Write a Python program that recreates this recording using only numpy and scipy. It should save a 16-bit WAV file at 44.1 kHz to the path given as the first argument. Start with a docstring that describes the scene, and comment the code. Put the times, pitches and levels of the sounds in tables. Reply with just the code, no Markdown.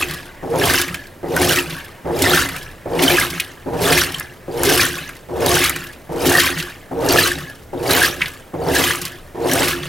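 """Just above the open tub of a top-loading washing machine, as it swishes a load of clothes.
Every 0.8 s the motor kicks in and swings the agitator (the paddle in the middle) the other way.
The drive growls, and gulps of air boom in the tub as it bounces on its springs. Then a wave breaks
over the cloth in ringing bubbles and spray, wet cloth slaps, and the water trickles back."""
import sys
import numpy as np
from scipy import signal
from scipy.fft import rfft, irfft, next_fast_len
from scipy.io import wavfile
from scipy.ndimage import map_coordinates

SR = 44100
rng = np.random.default_rng(int(sys.argv[2]) if len(sys.argv) > 2 else 0)


def dump_mix(stems):
    """Bounce the given channels to the path in sys.argv[1] as a 16-bit WAV at rate SR."""
    frames = np.atleast_2d(stems).T  # one column per channel
    limited = np.clip(frames, -1, 1)  # hard clip at full scale
    pcm = np.round(limited * 32767).astype(np.int16)
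    wavfile.write(sys.argv[1], SR, pcm)


N = 435708

# Levels in the tables are relative: each source sets its overall loudness later.
# Each swing of the agitator: start_s, knock_db, drive_db, churn_db, breaks_after_s, collapses_after_s,
# wave_db, backwash_db, trickle_db
STROKES = [(-.38, 0, 0, 1.5, .18, 0.34, 2.5, 1, 8), (.429, 3.5, -1, 1, 0.21, 0.36, 0, -3, 1),
           (1.234, 2, -2.5, 1, 0.18, 0.34, -1.5, 1, 6.5), (2.049, -2, -0.5, 2.5, 0.19, 0.36, .5, 1.5, 4.5),
           (2.859, 1, -1.5, 1.5, .18, 0.37, -1, 3, 3), (3.663, -3, 1, 1.5, 0.21, 0.35, 1, -.5, 1),
           (4.483, 2.5, -3, 2, 0.18, .36, 0, 3, -2), (5.291, -2, -0.5, 1.5, 0.2, 0.36, 0.5, 0, 0),
           (6.096, 1, -2, 2.5, .175, .37, -1, 3.5, 3.5), (6.914, 5.5, 0, 1.5, 0.21, 0.35, 1, -2, -8),
           (7.731, 7, -2, 0.5, 0.19, 0.32, 0.5, 2, -6), (8.538, 4, -2, .5, 0.21, .37, 0, 0.5, -7),
           (9.35, .5, -.5, 0, 0.17, 0.35, -2, -0.5, 0)]
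# The tone of the bubbles, the spray and the water draining through cloth: pitch_hz, level_db
BUBBLE_TONE = [(300, -45), (880, -12.5), (1150, -1.5), (1450, -1), (1700, 4), (2000, -1.5), (3000, 0),
               (4200, -9.5), (6500, -28), (12000, -50)]
SPRAY_TONE = [(1000, -27), (2500, -1.5), (4200, -2), (5500, -2), (7500, -5), (11500, -2), (14000, -6),
              (16000, -8.5)]
TRICKLE_TONE = [(400, -10), (900, -1), (1400, -8), (1720, 3), (2100, -4), (3000, -10), (6000, -24),
                (14000, -30)]
# How the full tub, its springs and the air above the water ring: pitch_hz, width_hz, level_db
TUB_RINGS = [(155, 16, -5.5), (268.5, 12.8, 0.5), (353.9, 11, 6), (447.6, 25, -6.5), (512.5, 45, -6.5),
             (596, 80, -8.5), (773, 78, -6.5), (1070, 130, -23)]
SPRING_RINGS = [(70.7, 10.2, 3), (94, 5.1, 3), (123, 11, -1)]
AIR_RINGS = [(1230, 50, -26), (1746, 13, 3), (2046, 33, 0.5), (2760, 79, -29)]
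# The gears through one stroke: after_start_s, rattle_db, whine_db, whine_hz
GEARS = [(-.003, -44, -72, 333.3), (.001, -28, -38, 351.5), (.04, -28, -30, 458.7),
         (.095, -24.5, -19, 471.8), (.14, -18, -44, 503.9), (.2, -22.5, -24.5, 686.7),
         (.27, -20, -22.5, 720), (.33, -38, -52, 614), (.7, -71, -90, 301.4)]
GROWL_TONE = [(60, -38), (110, -22), (170, 6.5), (210, -24), (270, -4), (480, 5), (620, 0.5), (930, -2),
              (1080, -10), (2000, -21), (4000, -39), (9000, -40)]  # the rattling gears: pitch_hz, level_db
SLAPS = [(0.0223, -5.5, 2440, -13), (.814, -7.5, 2830, 4), (0.8847, -11, 1800, -29),
         (.943, -8.5, 2230, -4.5), (1.3645, -4, 1530, -7), (1.7048, -15, 3120, -14), (2.221, -4.5, 4050, 1),
         (2.488, -9, 1710, -5), (2.991, -2.5, 2320, -20), (3.3982, -1.5, 2780, -9), (4.143, -13, 3060, -5),
         (4.206, -12, 1600, -22), (4.565, -21, 1425, -10), (4.6329, -5, 1280, -9), (5.09, -12.5, 1670, -10),
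         (5.463, -20, 1360, -10), (5.6945, -6, 1650, -1), (5.7603, -8.5, 1710, -4),
         (6.1807, -22, 1020, -10), (6.3987, 3, 3340, -23), (6.573, -9, 1760, -22),
         (6.5987, -7.5, 2800, -25), (7.087, -2.5, 5280, -16), (7.896, -6, 1700, -15),
         (8.207, -10, 1600, -20), (8.216, 1.5, 2130, -23), (8.258, -7, 2640, -18),
         (9.0149, -15.5, 5600, 5.5), (9.0518, -13.5, 3990, 4), (9.832, -14, 3080, -21)]  # wet cloth or the agitator's vanes smacking the water (the vanes at 1.3645, 2.221, 4.6329 and 7.087 s): start_s, level_db, pitch_hz, extra_spray_db
PLOPS = [(0.0262, -5, 2490), (.615, -11.5, 1790), (.6375, -6, 3100), (0.742, -4.5, 1520),
         (1.3734, -10, 1440), (1.5704, -10, 1860), (1.5855, -6.5, 2600), (2.263, -4, 1790),
         (2.3345, -1.5, 1430), (2.373, -3.5, 1540), (3.079, -1, 3010), (3.1051, -4.5, 2325),
         (3.183, -0.5, 1636), (3.211, -6, 2000), (3.852, -9, 3380), (4.0158, -7, 1440), (4.144, -11, 3040),
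         (4.7948, -1, 1660), (4.9847, -16, 2520), (5.5685, -5, 1500), (6.3164, -4, 1610), (6.351, 1, 1774),
         (6.3842, 1, 1740), (7.158, -5.5, 1205), (7.1843, 1, 1690), (7.236, -4, 3990), (7.3155, -6, 1670),
         (8.017, -1, 1590), (8.0335, -1, 1700), (8.2185, -6, 2160), (8.763, -2.5, 1660),
         (9.7306, -12, 1600)]  # single big bubbles: start_s, level_db, pitch_hz
WALL_DROPS = [(1.364, -0.5), (2.221, 5), (3.0383, 3), (3.1988, 5), (3.4028, 2.5), (4.1984, -2.5),
              (4.634, 7.5), (5.4628, 5), (5.6955, 6), (8.9567, -5), (9.535, 6)]  # drops hitting the plastic wall: start_s, level_db
# Air pockets, as the vanes scoop and water falls back: peak_after_s, fade_s, level_db, pitch_hz, width_hz
GLUGS = [(0.184, 0.022, -24, 272, 28), (0.184, 0.036, -24, 400, 29), (0.2, 0.037, -30.5, 89, 23),
         (0.31, 0.045, -26, 355, 16), (0.486, 0.057, -34.5, 157.5, 27.5), (0.37, 0.064, -43.5, 1700, 65),
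         (0.57, 0.058, -40, 1700, 78)]
ECHO_TIMES = [(200, 0.63), (1000, 0.075), (1700, 0.11), (3000, 0.1), (12000, 0.033)]  # how long the drum's echo takes to fade by 60 dB: pitch_hz, fade_s
ROOM_TONE = [(12, -23), (23, 2.5), (36, -12), (52, -23), (72, -9.5), (125, -10.5), (200, -15), (600, -16),
             (1000, -24.5), (1750, -26), (2400, -32), (4200, -38), (16000, -38.5)]  # the quiet room: pitch_hz, level_db
# Stereo width. "Mid" is what both ears share, "side" is how they differ: pitch_hz, side_gain_db
STEREO_WIDTH = [(30, -19), (90, -16.5), (250, -11), (550, -11), (1500, -13.5), (4000, -14), (9000, -11.5)]
LEFT_LEAD = [(0, 0.057), (260, 0.12), (780, 0.64), (1120, 0.68), (2500, 0.13), (16100, 0.34)]  # how far the left channel runs ahead of the right: pitch_hz, lead_radians


def wave():
    """A wave folds air into ringing bubbles and throws spray, which thins to drips as it falls back."""
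    since, *_, breaks, collapses, wave_db, backwash_db, trickle_db = stroke_clock()
    crest = amp(wave_db) * swell(since, breaks, collapses, rise_db_per_s=202, fall_db_per_s=183)
    # After the crest, the water runs back off the cloth.
    backwash = amp(backwash_db) * swell(since, 0.483, 0.51, rise_db_per_s=148, fall_db_per_s=98)
    fold_db_per_s = 19.5  # the breaking wave traps more and more air
    air = amp(fold_db_per_s * (np.clip(since, breaks, collapses) - (breaks + collapses) / 2))
    bubble_gain = np.hypot(amp(-20) * air * crest, amp(-34.5) * backwash)
    spray_gain = np.hypot(amp(-19.5) * crest, amp(-36.5) * backwash)
    bubbles = bubble_stream(900, low_hz=850, high_hz=5040, cycles=5.3, spread=4, rise=0.019, samples=1100)
    mist = bubble_stream(3500, low_hz=2480, high_hz=14970, cycles=4.7, spread=3.5, rise=0.033, samples=250)
    drops = bubble_stream(380, low_hz=3500, high_hz=15000, cycles=8, spread=5.3, rise=0.006, samples=600)
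    sheet = bursts(per_s=97, fade_s=0.0075, base=0.46)
    dripping = bursts(per_s=45, fade_s=0.004, base=0.2)
    falling = np.clip((since - collapses) / 0.048, 0, 1)
    spatter = (1 - falling) * sheet + falling * dripping
    hiss = unit((mist + amp(3) * noise()) * spatter)
    body = coloured(bubbles + noise() * spatter, BUBBLE_TONE)
    spray = coloured(hiss + 0.5 * drops, SPRAY_TONE)
    trickle = coloured(noise() + amp(-8) * bubbles, TRICKLE_TONE) * amp(-54.5 + trickle_db)
    return body * bubble_gain + spray * spray_gain + trickle


def churn():
    """Gulps of air under the agitator's vanes boom in the tub, which bounces on its springs."""
    since, _, _, churn_db, *_ = stroke_clock()
    push = lambda t: swell(t, 0.22, 0.28, rise_db_per_s=48, fall_db_per_s=73.5)
    gulps = bubble_stream(350, low_hz=134.8, high_hz=1108, cycles=1.48, spread=0.5, rise=0.036,
                          samples=1500)
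    jolt = amp(-15.5) * np.exp(-np.abs(since) / 0.051)  # changing direction shakes the tub
    boom = unit(resonate(gulps, TUB_RINGS)) * amp(-22.5) * (push(since) + jolt)
    lag_s, idle = 0.017, amp(-22)  # the bounce follows the push and never quite stops
    bounce = unit(resonate(noise(), SPRING_RINGS)) * amp(-32) * (push(since - lag_s) + idle)
    return (boom + bounce) * amp(churn_db)


def drive():
    """The motor hums at twice the mains rate while the gears rattle and wind up to speed."""
    since, knock_db, drive_db, *_ = stroke_clock()
    times, *columns = np.transpose(GEARS)
    rattle_db, whine_db, whine_hz = [np.interp(since, times, column) for column in columns]
    hum_phase = 2 * np.pi * 120 * np.arange(N) / SR
    clutch_db = knock_db * np.exp(-(since / 0.027) ** 2)  # the clutch takes up the slack with a knock
    pulsing = noise() * (1 + 0.25 * np.cos(hum_phase + wobble(30)))
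    out = coloured(pulsing, GROWL_TONE) * amp(rattle_db + clutch_db + 2.6 * wobble(35))
    whine_phase = 2 * np.pi * np.cumsum(whine_hz * (1 + 0.01175 * wobble(50))) / SR
    whine = np.sin(whine_phase) * amp(whine_db + 2.3 * wobble(40))
    hum = (amp(-12.5) * np.sin(hum_phase) + amp(-9.5) * np.sin(3 * hum_phase)) * amp(rattle_db)
    out[0] += whine + hum
    return out * amp(drive_db)


def slaps():
    """Wet cloth, or a vane of the agitator, smacks the water: a trapped air pocket rings briefly, with a spit
    of spray."""
    out, t = np.zeros(N), np.arange(SR // 10) / SR
    attack = 1 - np.exp(-t / 0.0008)
    for start_s, level_db, pitch_hz, spray_db in SLAPS:
        pocket = noise_band(pitch_hz * 0.72, pitch_hz * 1.35, len(t)) * amp(-60 * t / 0.044)
        spit = noise_band(4000, 14000, len(t)) * amp(spray_db + 1.5 - 60 * t / 0.034)
        add(out, start_s, amp(level_db - 9) * attack * (pocket + spit))
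    return out


def plops():
    """A big bubble swells, rings for a few milliseconds and rises a little in pitch."""
    out, t = np.zeros(N), np.arange(SR // 25) / SR
    age = t / 0.0028  # 1 at the loudest moment
    for start_s, level_db, pitch_hz in PLOPS:
        ring = np.sin(2 * np.pi * pitch_hz * t * (1 + 0.01 * age))
        add(out, start_s, amp(level_db) * age * np.exp(-age ** 2 / 2) * ring)
    return out


def wall_drops():
    """A drop hits the wall with a very short, bright tick."""
    out, t = np.zeros(N), np.arange(SR // 50) / SR
    for start_s, level_db in WALL_DROPS:
        tick = noise_band(6000, 14000, len(t))
        add(out, start_s, amp(level_db - 13.5 - 60 * t / 0.011) * tick)
    return out


def glugs():
    """Each air pocket swells and fades at its own moment of the stroke, never twice the same."""
    since, _, _, churn_db, *_ = stroke_clock()
    out = np.zeros(N)
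    for peak_s, fade_s, level_db, hz, width_hz in GLUGS:
        band = signal.butter(2, (hz - width_hz / 2, hz + width_hz / 2), "band", fs=SR, output="sos")
        pocket = unit(signal.sosfilt(band, rng.standard_normal(N)))
        out += pocket * amp(level_db) * np.exp(-((since - peak_s) / fade_s) ** 2)
    return out * amp(churn_db)


def drum_echo(splashes):
    """The drum wall throws the splashes back; the moving load keeps changing the echo."""
    out = np.zeros((2, N + SR))
    block, delay = SR // 4, SR // 500  # a new echo every quarter second, arriving 2 ms late
    for start in range(0, N, block):
        hz, age, spectrum = signal.stft(rng.standard_normal((2, block)), SR, nperseg=256)
        fade = amp(-60 * age / at_pitch(ECHO_TIMES, hz)[:, None])
        tail = signal.istft(spectrum * fade, SR, nperseg=256)[1]
        tail /= np.linalg.norm(tail[0])
        echo = signal.fftconvolve(splashes[None, start:start + block], tail, axes=1)
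        out[:, start + delay:][:, :echo.shape[1]] += echo
    return out[:, :N]


def room():
    """A faint, steady background; only its low rumble wanders in level."""
    wander_db = 2 * wobble(4)
    still = coloured(noise(), ROOM_TONE)
    rumble = filtered(still, lambda hz: hz < 100)
    return amp(-41.5) * (still + rumble * (amp(wander_db) - 1))


def bubble_stream(per_s, low_hz, high_hz, cycles, spread, rise, samples):
    """Bubbles as short rising notes, in mid and side. More spread makes a few of them stand out."""
    pitch, life, loudness, phase, onset, pan = rng.random((int(per_s * N / SR), 6)).T[:, :, None]
    hz = low_hz * (high_hz / low_hz) ** pitch
    turns = hz * np.arange(samples) / SR
    age = turns / (cycles * (0.5 + life))
    strength = amp(-spread * np.log(0.025 + loudness)) * np.sqrt(hz / low_hz)
    envelope = strength * np.exp(-age) * (1 - np.exp(-5 * age))
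    ring = envelope * np.sin(2 * np.pi * (turns * (1 + rise * age) + phase))
    slots = ((onset * N).astype(int) + np.arange(samples)).ravel()
    return np.array([unit(np.bincount(slots, (ring * gain).ravel(), N)[:N]) for gain in (1, pan - 0.5)])


def stroke_clock():
    """For every sample: seconds since the motor started, then the other columns of that stroke."""
    t = np.arange(N) / SR
    starts, *columns = np.transpose(STROKES)
    stroke = np.maximum(np.searchsorted(starts, t - GEARS[0][0]) - 1, 0)
    return [t - starts[stroke]] + [column[stroke] for column in columns]


def swell(t, start_s, end_s, rise_db_per_s, fall_db_per_s):
    """A gain that climbs, holds at 1 from start to end, then sinks."""
    return amp(-rise_db_per_s * np.maximum(start_s - t, 0) - fall_db_per_s * np.maximum(t - end_s, 0))


def bursts(per_s, fade_s, base):
    """A gain that jumps at random moments and sinks back to a steady base."""
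    kicks = (rng.random(N) < per_s / SR) * rng.random(N) ** 2
    return unit(base + signal.lfilter([1], [1, -np.exp(-1 / (fade_s * SR))], kicks))


def wobble(per_s):
    """A smooth curve through this many random points a second."""
    return map_coordinates(rng.standard_normal(int(N * per_s / SR) + 4), [np.arange(N) * per_s / SR])


def noise():
    """Two unrelated white noises: mid and side."""
    return rng.standard_normal((2, N))


def noise_band(low_hz, high_hz, samples):
    """A short hiss between two pitches."""
    band = signal.butter(2, (low_hz, high_hz), "band", fs=SR)
    return unit(signal.lfilter(*band, rng.standard_normal(samples)))


def resonate(x, rings):
    """Pass x through something that rings at several pitches, added with alternating signs."""
    return filtered(x, lambda hz: sum(
        (-1) ** k * amp(db) * 1j * hz * width / (pitch ** 2 - hz ** 2 + 1j * hz * width)
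        for k, (pitch, width, db) in enumerate(rings)))


def coloured(x, tone):
    """Shape x with a tone table, at an average (rms) level of 1."""
    return unit(filtered(x, lambda hz: amp(at_pitch(tone, hz))))


def filtered(x, response):
    """Multiply each frequency in x by response(hz)."""
    size = next_fast_len(N + SR // 2)
    return irfft(rfft(x, size) * response(np.fft.rfftfreq(size, 1 / SR)), size)[..., :N]


def at_pitch(table, hz):
    """Read between a table's rows on a log pitch scale."""
    pitches, values = np.transpose(table)
    return np.interp(np.log(hz + 1), np.log(pitches + 1), values)


def add(track, start_s, sound):
    """Mix a short sound into a track."""
    part = track[max(round(start_s * SR), 0):][:len(sound)]
    part += sound[:len(part)]


def amp(db):
    """Turn decibels into a gain."""
    return 10 ** (np.asarray(db) / 20)


def unit(x):
    """Scale x to an average (rms) level of 1."""
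    return x / np.sqrt(np.mean(x ** 2) + 1e-20)


def scene():
    """Mix water, machine and room as mid and side, then turn them into a narrow left and right."""
    water = wave()
    water[0] += slaps() + wall_drops()
    water += amp(-4.5) * resonate(water, AIR_RINGS)
    water[0] += plops()
    mid, side = water + amp(-9.5) * drum_echo(water[0]) + drive() + churn() + room()
    mid = mid + glugs()
    side = filtered(side, lambda hz: amp(at_pitch(STEREO_WIDTH, hz)))
    return np.array([mid + side, mid - side]) * amp([[-0.1], [0.1]])


def record(dry):
    """The left microphone runs slightly ahead; the tallest peaks are rounded and the top treble is cut."""
    shifted = filtered(dry, lambda hz: np.exp(0.5j * at_pitch(LEFT_LEAD, hz) * [[1], [-1]]))
    rounded = shifted / (1 + np.abs(shifted) ** 6) ** (1 / 6)
    return filtered(rounded, lambda hz: hz < 15950)


dry = scene()
out = record(dry)
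dump_mix(out)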